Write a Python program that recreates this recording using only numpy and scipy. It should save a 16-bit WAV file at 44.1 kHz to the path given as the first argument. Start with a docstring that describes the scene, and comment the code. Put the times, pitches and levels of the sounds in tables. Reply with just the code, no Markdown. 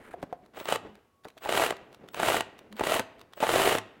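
"""Two cordless drills, joined chuck to chuck, fight each other in five short bursts in a workshop.
Their gears grind up to speed and a slipping clutch snaps over its teeth, faster and then slower.
Triggers tick, speed controls whine, and hands and chucks (the jaws that hold a bit) knock.
The room rings on after each burst, over faint hums and the rustle of handling."""
import sys
import numpy as np
from scipy import signal
from scipy.fft import rfft, irfft
from scipy.io import wavfile

SR = 44100
rng = np.random.default_rng(int(sys.argv[2]) if len(sys.argv) > 2 else 0)


def wav_out(sig):
    """Save sig, one row per channel (or a flat mono array), as 16-bit PCM at SR to the path in sys.argv[1]."""
    wavfile.write(sys.argv[1], SR, np.round(np.clip(np.atleast_2d(sig).T, -1, 1) * 32767).astype(np.int16))


N = 176400
T = np.arange(N) / SR


def motors():
    """Gears grind and growl, brushes hiss and the drill bodies shudder, all louder with speed."""
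    # motor speed, one list per burst: (time [s], speed [clutch teeth per s])
    bursts = [
        [(.535, 0.86), (.56, 7.7), (.6, 9.8), (.645, 3.9), (.675, 12.3), (.695, 29), (.745, 31.6), (.765, 13.4),
         (.785, 1.2)],
        [(1.408, 1.93), (1.445, 14.9), (1.483, 14.8), (1.497, 28.2), (1.57, 47.7), (1.645, 48.4), (1.69, 23.2),
         (1.712, 12), (1.745, 1.4)],
        [(2.135, 2.1), (2.155, 12.1), (2.19, 19.4), (2.23, 38.5), (2.29, 49.4), (2.365, 41.3), (2.398, 22),
         (2.425, 4.8)],
        [(2.765, 1.8), (2.795, 13.7), (2.83, 15), (2.845, 30), (2.9, 40.8), (2.95, 49), (2.987, 30.7),
         (3.01, 15.1), (3.035, 0.72)],
        [(3.36, 0.98), (3.398, 6.37), (3.41, 24.4), (3.46, 32.8), (3.53, 51), (3.69, 56.2), (3.745, 39),
         (3.778, 24.1), (3.805, 1.95)],
    ]
    speed = sum(np.interp(T, *np.transpose(burst), left=0, right=0) for burst in bursts).clip(0)
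    effort = speed / 50  # 1 is about full speed
    gears = (gear_grind(effort) + gear_growl(speed, effort)) * effort ** 1.076
    hiss = brushes(effort)
    shaking = shudder(effort)
    sticking = from_db(2.54 * drift(67) * np.clip(1 - effort, 0, 1))  # slow gears move in fits
    return room_and_shell_rings(gears * sticking + shaking) + hiss * sticking


def gear_grind(effort):
    """Gear teeth make countless tiny hits. Slow teeth meet softly, so the treble comes in with speed."""
    # tone of the grinding: (frequency [Hz], level [dB])
    gear_colour = [(47, -35.5), (80, -24.5), (98, -36.5), (130, -13), (328, -8), (391, -1), (649, -3),
                   (1400, -3), (1910, -8), (2900, -7), (5620, -20), (7010, -18.5), (15500, -29)]
    grind = coloured(grains(4500, spread_db=3), gear_colour) * from_db(-29.5 + drift(280))
    dull = signal.sosfilt(signal.butter(1, 2540, fs=SR, output="sos"), grind)
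    return dull + (grind - dull) * effort ** .36


def gear_growl(speed, effort):
    """Teeth strike in an uneven rhythm and ring the gearbox; the pitch rises with speed."""
    # gearbox rings at full speed: (frequency [Hz], width [Hz], level [dB])
    rings = [(433, 200, -3), (616, 214, 0.5)]
    teeth_passed = np.cumsum(speed * 7 * (1 + .06 * drift(60))) / SR  # 7 gear teeth per clutch tooth
    hits = np.diff(np.floor(teeth_passed), prepend=0) * (1 + 1.94 * rng.standard_normal(N))
    bend = 1 + .16 * (effort - 1) + .06 * drift(5.9)
    growl = sum(from_db(db - 39) * gliding_ring(hits, hz * bend, width) for hz, width, db in rings)
    return growl * effort ** .5


def brushes(effort):
    """The brushes, sliding contacts inside the motor, hiss as it spins."""
    # tone of the hiss: (frequency [Hz], level [dB])
    brush_colour = [(3000, -39.5), (5800, -8.5), (7300, 3), (10000, 3.5), (12500, -1), (15500, -1)]
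    hiss = coloured(grains(14000, spread_db=6.5), brush_colour)
    return hiss * from_db(-38.5 + drift(120)) * effort ** 1.97


def shudder(effort):
    """The drill bodies shake with a low rumble."""
    return from_db(-68.5) * rms_one(noise_band(30, 108.5, N)) * effort ** .34


def clutch():
    """Each slip over a tooth is one hard crack inside a brief rattle of steel balls finding their seats."""
    # clutch snaps: (time [s], level [dB])
    snaps = [(0.657, -26), (0.6879, -14.5), (0.7248, -8), (.7596, -11.5), (1.4925, -12), (1.5254, -10),
             (1.5523, -22), (1.5755, -10.5), (1.598, -11), (1.6208, -13), (1.6385, -10), (1.664, -10.5),
             (1.6917, -25), (1.7074, -11), (2.1458, -24), (2.2, -15), (2.2324, -10.5), (2.249, -16),
             (2.2623, -16), (2.286, -6.5), (2.3025, -12.5), (2.3214, -17), (2.3446, -10.5), (2.3681, -9),
             (2.4083, -9.5), (2.796, -18.5), (2.8379, -14), (2.8702, -12.5), (2.8973, -15), (2.9214, -10.5),
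             (2.9426, -9.5), (2.9658, -17), (2.9959, -9.5), (3.4039, -20), (3.4684, -15.5), (3.4929, -11),
             (3.5169, -20), (3.5398, -11.5), (3.5596, -10.5), (3.5827, -13), (3.5996, -10.5), (3.6191, -11),
             (3.637, -14), (3.6555, -17), (3.6754, -9.5), (3.695, -15), (3.7112, -15.5), (3.7283, -9.5),
             (3.752, -10), (3.7849, -10.5)]
    # tone of a snap: (frequency [Hz], level [dB])
    snap_colour = [(24, -44.5), (40, -27), (143, -13), (522, 5), (817, 1.5), (2270, -7.5), (2920, -7),
                   (5300, -23.5), (8110, -17), (10400, -24.5), (15500, -32)]
    rattle_level = blows([(s - .0016, db) for s, db in snaps], hold_s=.0032, decay_s=.0014)
    contacts = grains(14000, spread_db=3.4) * rattle_level
    for s, db in snaps:
        contacts[int(s * SR)] += from_db(db + 16.5) * rng.choice([-1, 1])  # the crack
    return from_db(-12) * room_and_shell_rings(coloured(contacts, snap_colour))


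def room_and_shell_rings(x):
    """A low room resonance at 106 Hz and the higher rings of the plastic shells colour the sound."""
    # the room's resonance, then the shells' rings: (frequency [Hz], width [Hz], level [dB])
    rings = [(106, 8, 8), (390, 45, -13), (670, 45, -5), (1168, 30, -8), (1925, 110, -4), (2900, 380, -13),
             (3900, 200, -9)]
    return x + sum(from_db(db) * np.pi * width / SR * resonance(x, hz, width) for hz, width, db in rings)


def knocks():
    """Grips and chucks knock: a short hollow ring, a weaker lower tone and a clack of plastic."""
    # knocks: (time [s], level [dB], ring pitch [Hz], clack level offset [dB])
    hits = [(0.1399, -24, 690, -30), (.228, -24, 545, -4), (0.2366, -28, 296, -14),
            (0.3269, -19.5, 713, -14), (.576, -38, 440, 3), (.611, -28, 570, -8.5), (0.87, -40, 413, -6),
            (1.252, -32, 596, -2), (1.268, -33.5, 445, -16), (1.369, -39.5, 650, -14),
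            (1.458, -19, 830, -11), (1.724, -28, 590, 0.5), (2.809, -15.5, 852.3, -3),
            (3.003, -22, 525, -5), (3.374, -34, 597.3, -7), (3.426, -9, 859.5, -12.5),
            (3.436, -16.5, 651, 0)]
    # tone of a clack: (frequency [Hz], level [dB])
    clack_colour = [(24, -40.5), (45, -17), (653, -7.5), (2200, -22), (2940, -34.5), (15600, -48)]
    fade_s, attack_s = .031, .00093
    rings = np.zeros(N)
    for s, db, hz, _ in hits:
        age = np.maximum(T - s, 0)
        tones = np.sin(2 * np.pi * hz * age) + .5 * np.sin(2 * np.pi * hz * .742 * age)
        level = from_db(db - 60 * np.minimum(age / fade_s, 2)) * (1 - np.exp(-age / attack_s))
        rings += level * tones
    clack_level = blows([(s, db + clack) for s, db, _, clack in hits], hold_s=.00057, decay_s=.0048)
    return rings + from_db(-2.5) * coloured(clack_level * grains(7900, spread_db=-1.5), clack_colour)


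def ticks():
    """Triggers and loose chuck parts click brightly, each inside a short scrape of plastic."""
    # clicks: (time [s], level [dB])
    hits = [(0.227, -31.5), (0.3282, -51), (0.461, -43), (0.5997, -27), (0.655, -25), (0.9537, -40),
            (1.2464, -33.5), (1.2842, -31.5), (1.3023, -41.5), (1.378, -33.5), (1.384, -39.5),
            (1.4497, -26), (1.767, -34), (1.928, -39), (1.9457, -33.5), (2.0865, -32), (2.144, -24),
            (2.4077, -20.5), (2.59, -31.5), (2.7259, -31), (2.7666, -31.5), (2.995, -14), (3.1936, -39),
            (3.2135, -33), (3.3344, -31.5)]
    # tone of a tick: (frequency [Hz], level [dB])
    tick_colour = [(200, -2), (900, 12.5), (2400, 5), (3600, 8.5), (5200, -2.5), (7000, -5), (11000, -8),
                   (15500, -10)]
    click = grains(16000, spread_db=1) * blows(hits, hold_s=.0017, decay_s=.0015)
    scrape_level = blows([(s - .0098, db - 16) for s, db in hits], hold_s=.0014, decay_s=.013)
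    scrape = grains(5000, spread_db=2.5) * scrape_level
    return from_db(-12) * coloured(click + scrape, tick_colour)


def whine():
    """While a motor is stalled, its speed control switches rapidly: a high tone and a louder octave."""
    # whines: (start [s], length [s], level [dB])
    stalls = [(.53, .2, -62), (1.39, .11, -65), (2.1, .1, -65.5), (2.74, .09, -66), (3.345, .08, -66)]
    switch_hz, octave_db = 7870, 14
    phase = 2 * np.pi * np.cumsum(switch_hz * (1 + .004 * drift(200))) / SR
    level = swells(stalls) * from_db(3 * drift(60))
    return level * (np.sin(phase) + from_db(octave_db) * np.sin(2 * phase))


def hums():
    """Faint wavering tones come and go between the bursts."""
    # hums: (start [s], length [s], pitch [Hz], level [dB])
    tones = [(.85, .15, 205, -53), (2.69, .1, 211, -43), (1.0, .42, 1112, -70)]
    waver = .5 * drift(22)
    return sum(swells([(s, length, db)]) * np.sin(2 * np.pi * hz * T + waver) for s, length, hz, db in tones)


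def rubs():
    """Sleeve and fingers scratch in short strokes as the hand reaches for the grip."""
    # strokes: (start [s], length [s], level [dB])
    strokes = [(-.03, 0.11, -57.5), (0.022, 0.1, -54), (0.104, 0.023, -51.5), (0.118, 0.036, -50.5),
               (0.188, 0.03, -63)]
    # tone of the scratching: (frequency [Hz], level [dB])
    rub_colour = [(900, 1), (1650, 5.5), (3200, -9.5), (5500, -24.5), (9000, -15.5), (15500, -26)]
    return swells(strokes) * coloured(grains(3000, spread_db=-3), rub_colour)


def workshop(x):
    """The walls return a wash of echoes that dies faster in the treble."""
    # how long the room rings: (frequency [Hz], time to fade by 60 dB [s])
    fade_times = [(100, 1), (400, 0.63), (2200, 0.78), (4500, 0.58), (10000, 0.29)]
    t, edges_hz, tail = T[:SR], np.geomspace(50, 17000, 25), 0
    for low, high in zip(edges_hz, edges_hz[1:]):
        fade_s = at_hz(fade_times, np.sqrt(low * high))
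        tail += noise_band(low, high, SR) * from_db(-60 * t / fade_s)
    tail *= 1 - np.exp(-t / .0055)  # echoes take a moment to build
    tail *= 1 + 2.63 * np.exp(-t / .029)  # early ones are stronger
    tail = signal.sosfilt(signal.butter(1, 9100, fs=SR, output="sos"), tail)
    return from_db(-18) * signal.fftconvolve(x, tail / np.linalg.norm(tail))[:N]


def background():
    """Hands rustle softly over the still air of the room."""
    # loudness of the rustle: (time [s], level [dB])
    rustle_levels = [(0, -54.5), (.45, -62.5), (.9, -52), (1.15, -84.5), (1.34, -71), (1.85, -58.5),
                     (2.68, -57), (3.28, -61.5), (4, -58.5)]
    # tone of the rustle: (frequency [Hz], level [dB])
    rustle_colour = [(24, -17), (40, -7), (417, 3), (1130, -12.5), (2300, -18.5), (15500, -59.5)]
    # tone of the air: (frequency [Hz], level [dB])
    air_colour = [(25, -16.5), (70, 7), (330, 1.5), (800, -6.5), (2500, -16.5), (15500, -23)]
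    rustle = coloured(grains(6000, spread_db=-5.5), rustle_colour)
    rustle *= from_db(np.interp(T, *np.transpose(rustle_levels)) + 3.7 * drift(26))
    return rustle + from_db(-71.5) * coloured(rng.standard_normal(N), air_colour)


def from_db(db):
    """Turn decibels into a multiplier."""
    return 10 ** (np.asarray(db) / 20)


def rms_one(x):
    """Scale a signal so its typical size (rms) is 1."""
    return x / np.sqrt(np.mean(x ** 2) + 1e-20)


def at_hz(points, hz):
    """Read between a table's rows, with octaves evenly spaced."""
    frequencies, values = np.transpose(points)
    return np.interp(np.log(np.maximum(hz, 1)), np.log(frequencies), values)


def coloured(x, spectrum, size=4096):
    """Give a sound the tone in a table; plain noise keeps its power."""
    gains = from_db(at_hz(spectrum, np.arange(size // 2 + 1) * SR / size))
    cepstrum = irfft(np.log(gains))
    cepstrum[1:size // 2] *= 2  # folded so the filter rings only after a hit
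    cepstrum[size // 2 + 1:] = 0
    response = irfft(np.exp(rfft(cepstrum)))
    return signal.fftconvolve(x, response / np.linalg.norm(response))[:N]


def noise_band(low_hz, high_hz, samples):
    """Noise between two frequencies."""
    band = signal.butter(2, [low_hz, high_hz], "band", fs=SR, output="sos")
    return signal.sosfilt(band, rng.standard_normal(samples))


def drift(rate_hz):
    """A smooth random wobble of typical size 1."""
    r = np.exp(-2 * np.pi * rate_hz / SR)
    smoothing = [[1, .011, .011, 1, -2 * r, r * r]]
    return rms_one(signal.sosfilt(smoothing, rng.standard_normal(N + SR))[SR:])


def resonance(x, hz, width_hz):
    """Ring at one pitch; a narrower width rings longer."""
    r = np.exp(-np.pi * width_hz / SR)
    return signal.lfilter([1, 0, -1], [1, -2 * r * np.cos(2 * np.pi * hz / SR), r * r], x)


def gliding_ring(x, hz, width_hz):
    """Ring at a moving pitch, with typical size 1."""
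    turn = np.exp(2j * np.pi * np.cumsum(hz) / SR)
    r = np.exp(-np.pi * width_hz / SR)
    return rms_one(np.real(signal.lfilter([1], [1, -2 * r, r * r], x / turn) * turn))


def grains(per_s, spread_db):
    """Tiny hits of uneven size at random times."""
    sizes = from_db(spread_db * np.minimum(rng.exponential(1, N), 4)) * rng.choice([-1, 1], N)
    return rms_one(sizes * (rng.random(N) < per_s / SR))


def blows(rows, hold_s, decay_s):
    """Loudness that jumps up, holds and fades for each (time [s], level [dB])."""
    out = np.zeros(N + SR)
    shape = np.exp(-np.maximum(T[:SR // 10] - hold_s, 0) / decay_s)
    for s, db in rows:
        out[int(s * SR):int(s * SR) + len(shape)] += from_db(db) * shape
    return out[:N]


def swells(rows):
    """Loudness that rises and falls smoothly for each (start [s], length [s], level [dB])."""
    return sum(from_db(db) * np.sin(np.pi * np.clip((T - s) / length, 0, 1)) ** 2 for s, length, db in rows)


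def scene():
    """The drills up close, with the room behind them."""
    drills = motors() + clutch() + knocks() + ticks()
    return (drills + workshop(drills) + whine() + hums() + rubs() + background())[None]


def record(dry):
    """Round off the loudest peaks and cut the highest treble."""
    peak_limit, cutoff_hz = .7, 15950
    rounded = peak_limit * np.tanh(dry / peak_limit)
    return signal.sosfilt(signal.ellip(12, .1, 80, cutoff_hz, fs=SR, output="sos"), rounded)


dry = scene()
out = record(dry)
wav_out(out)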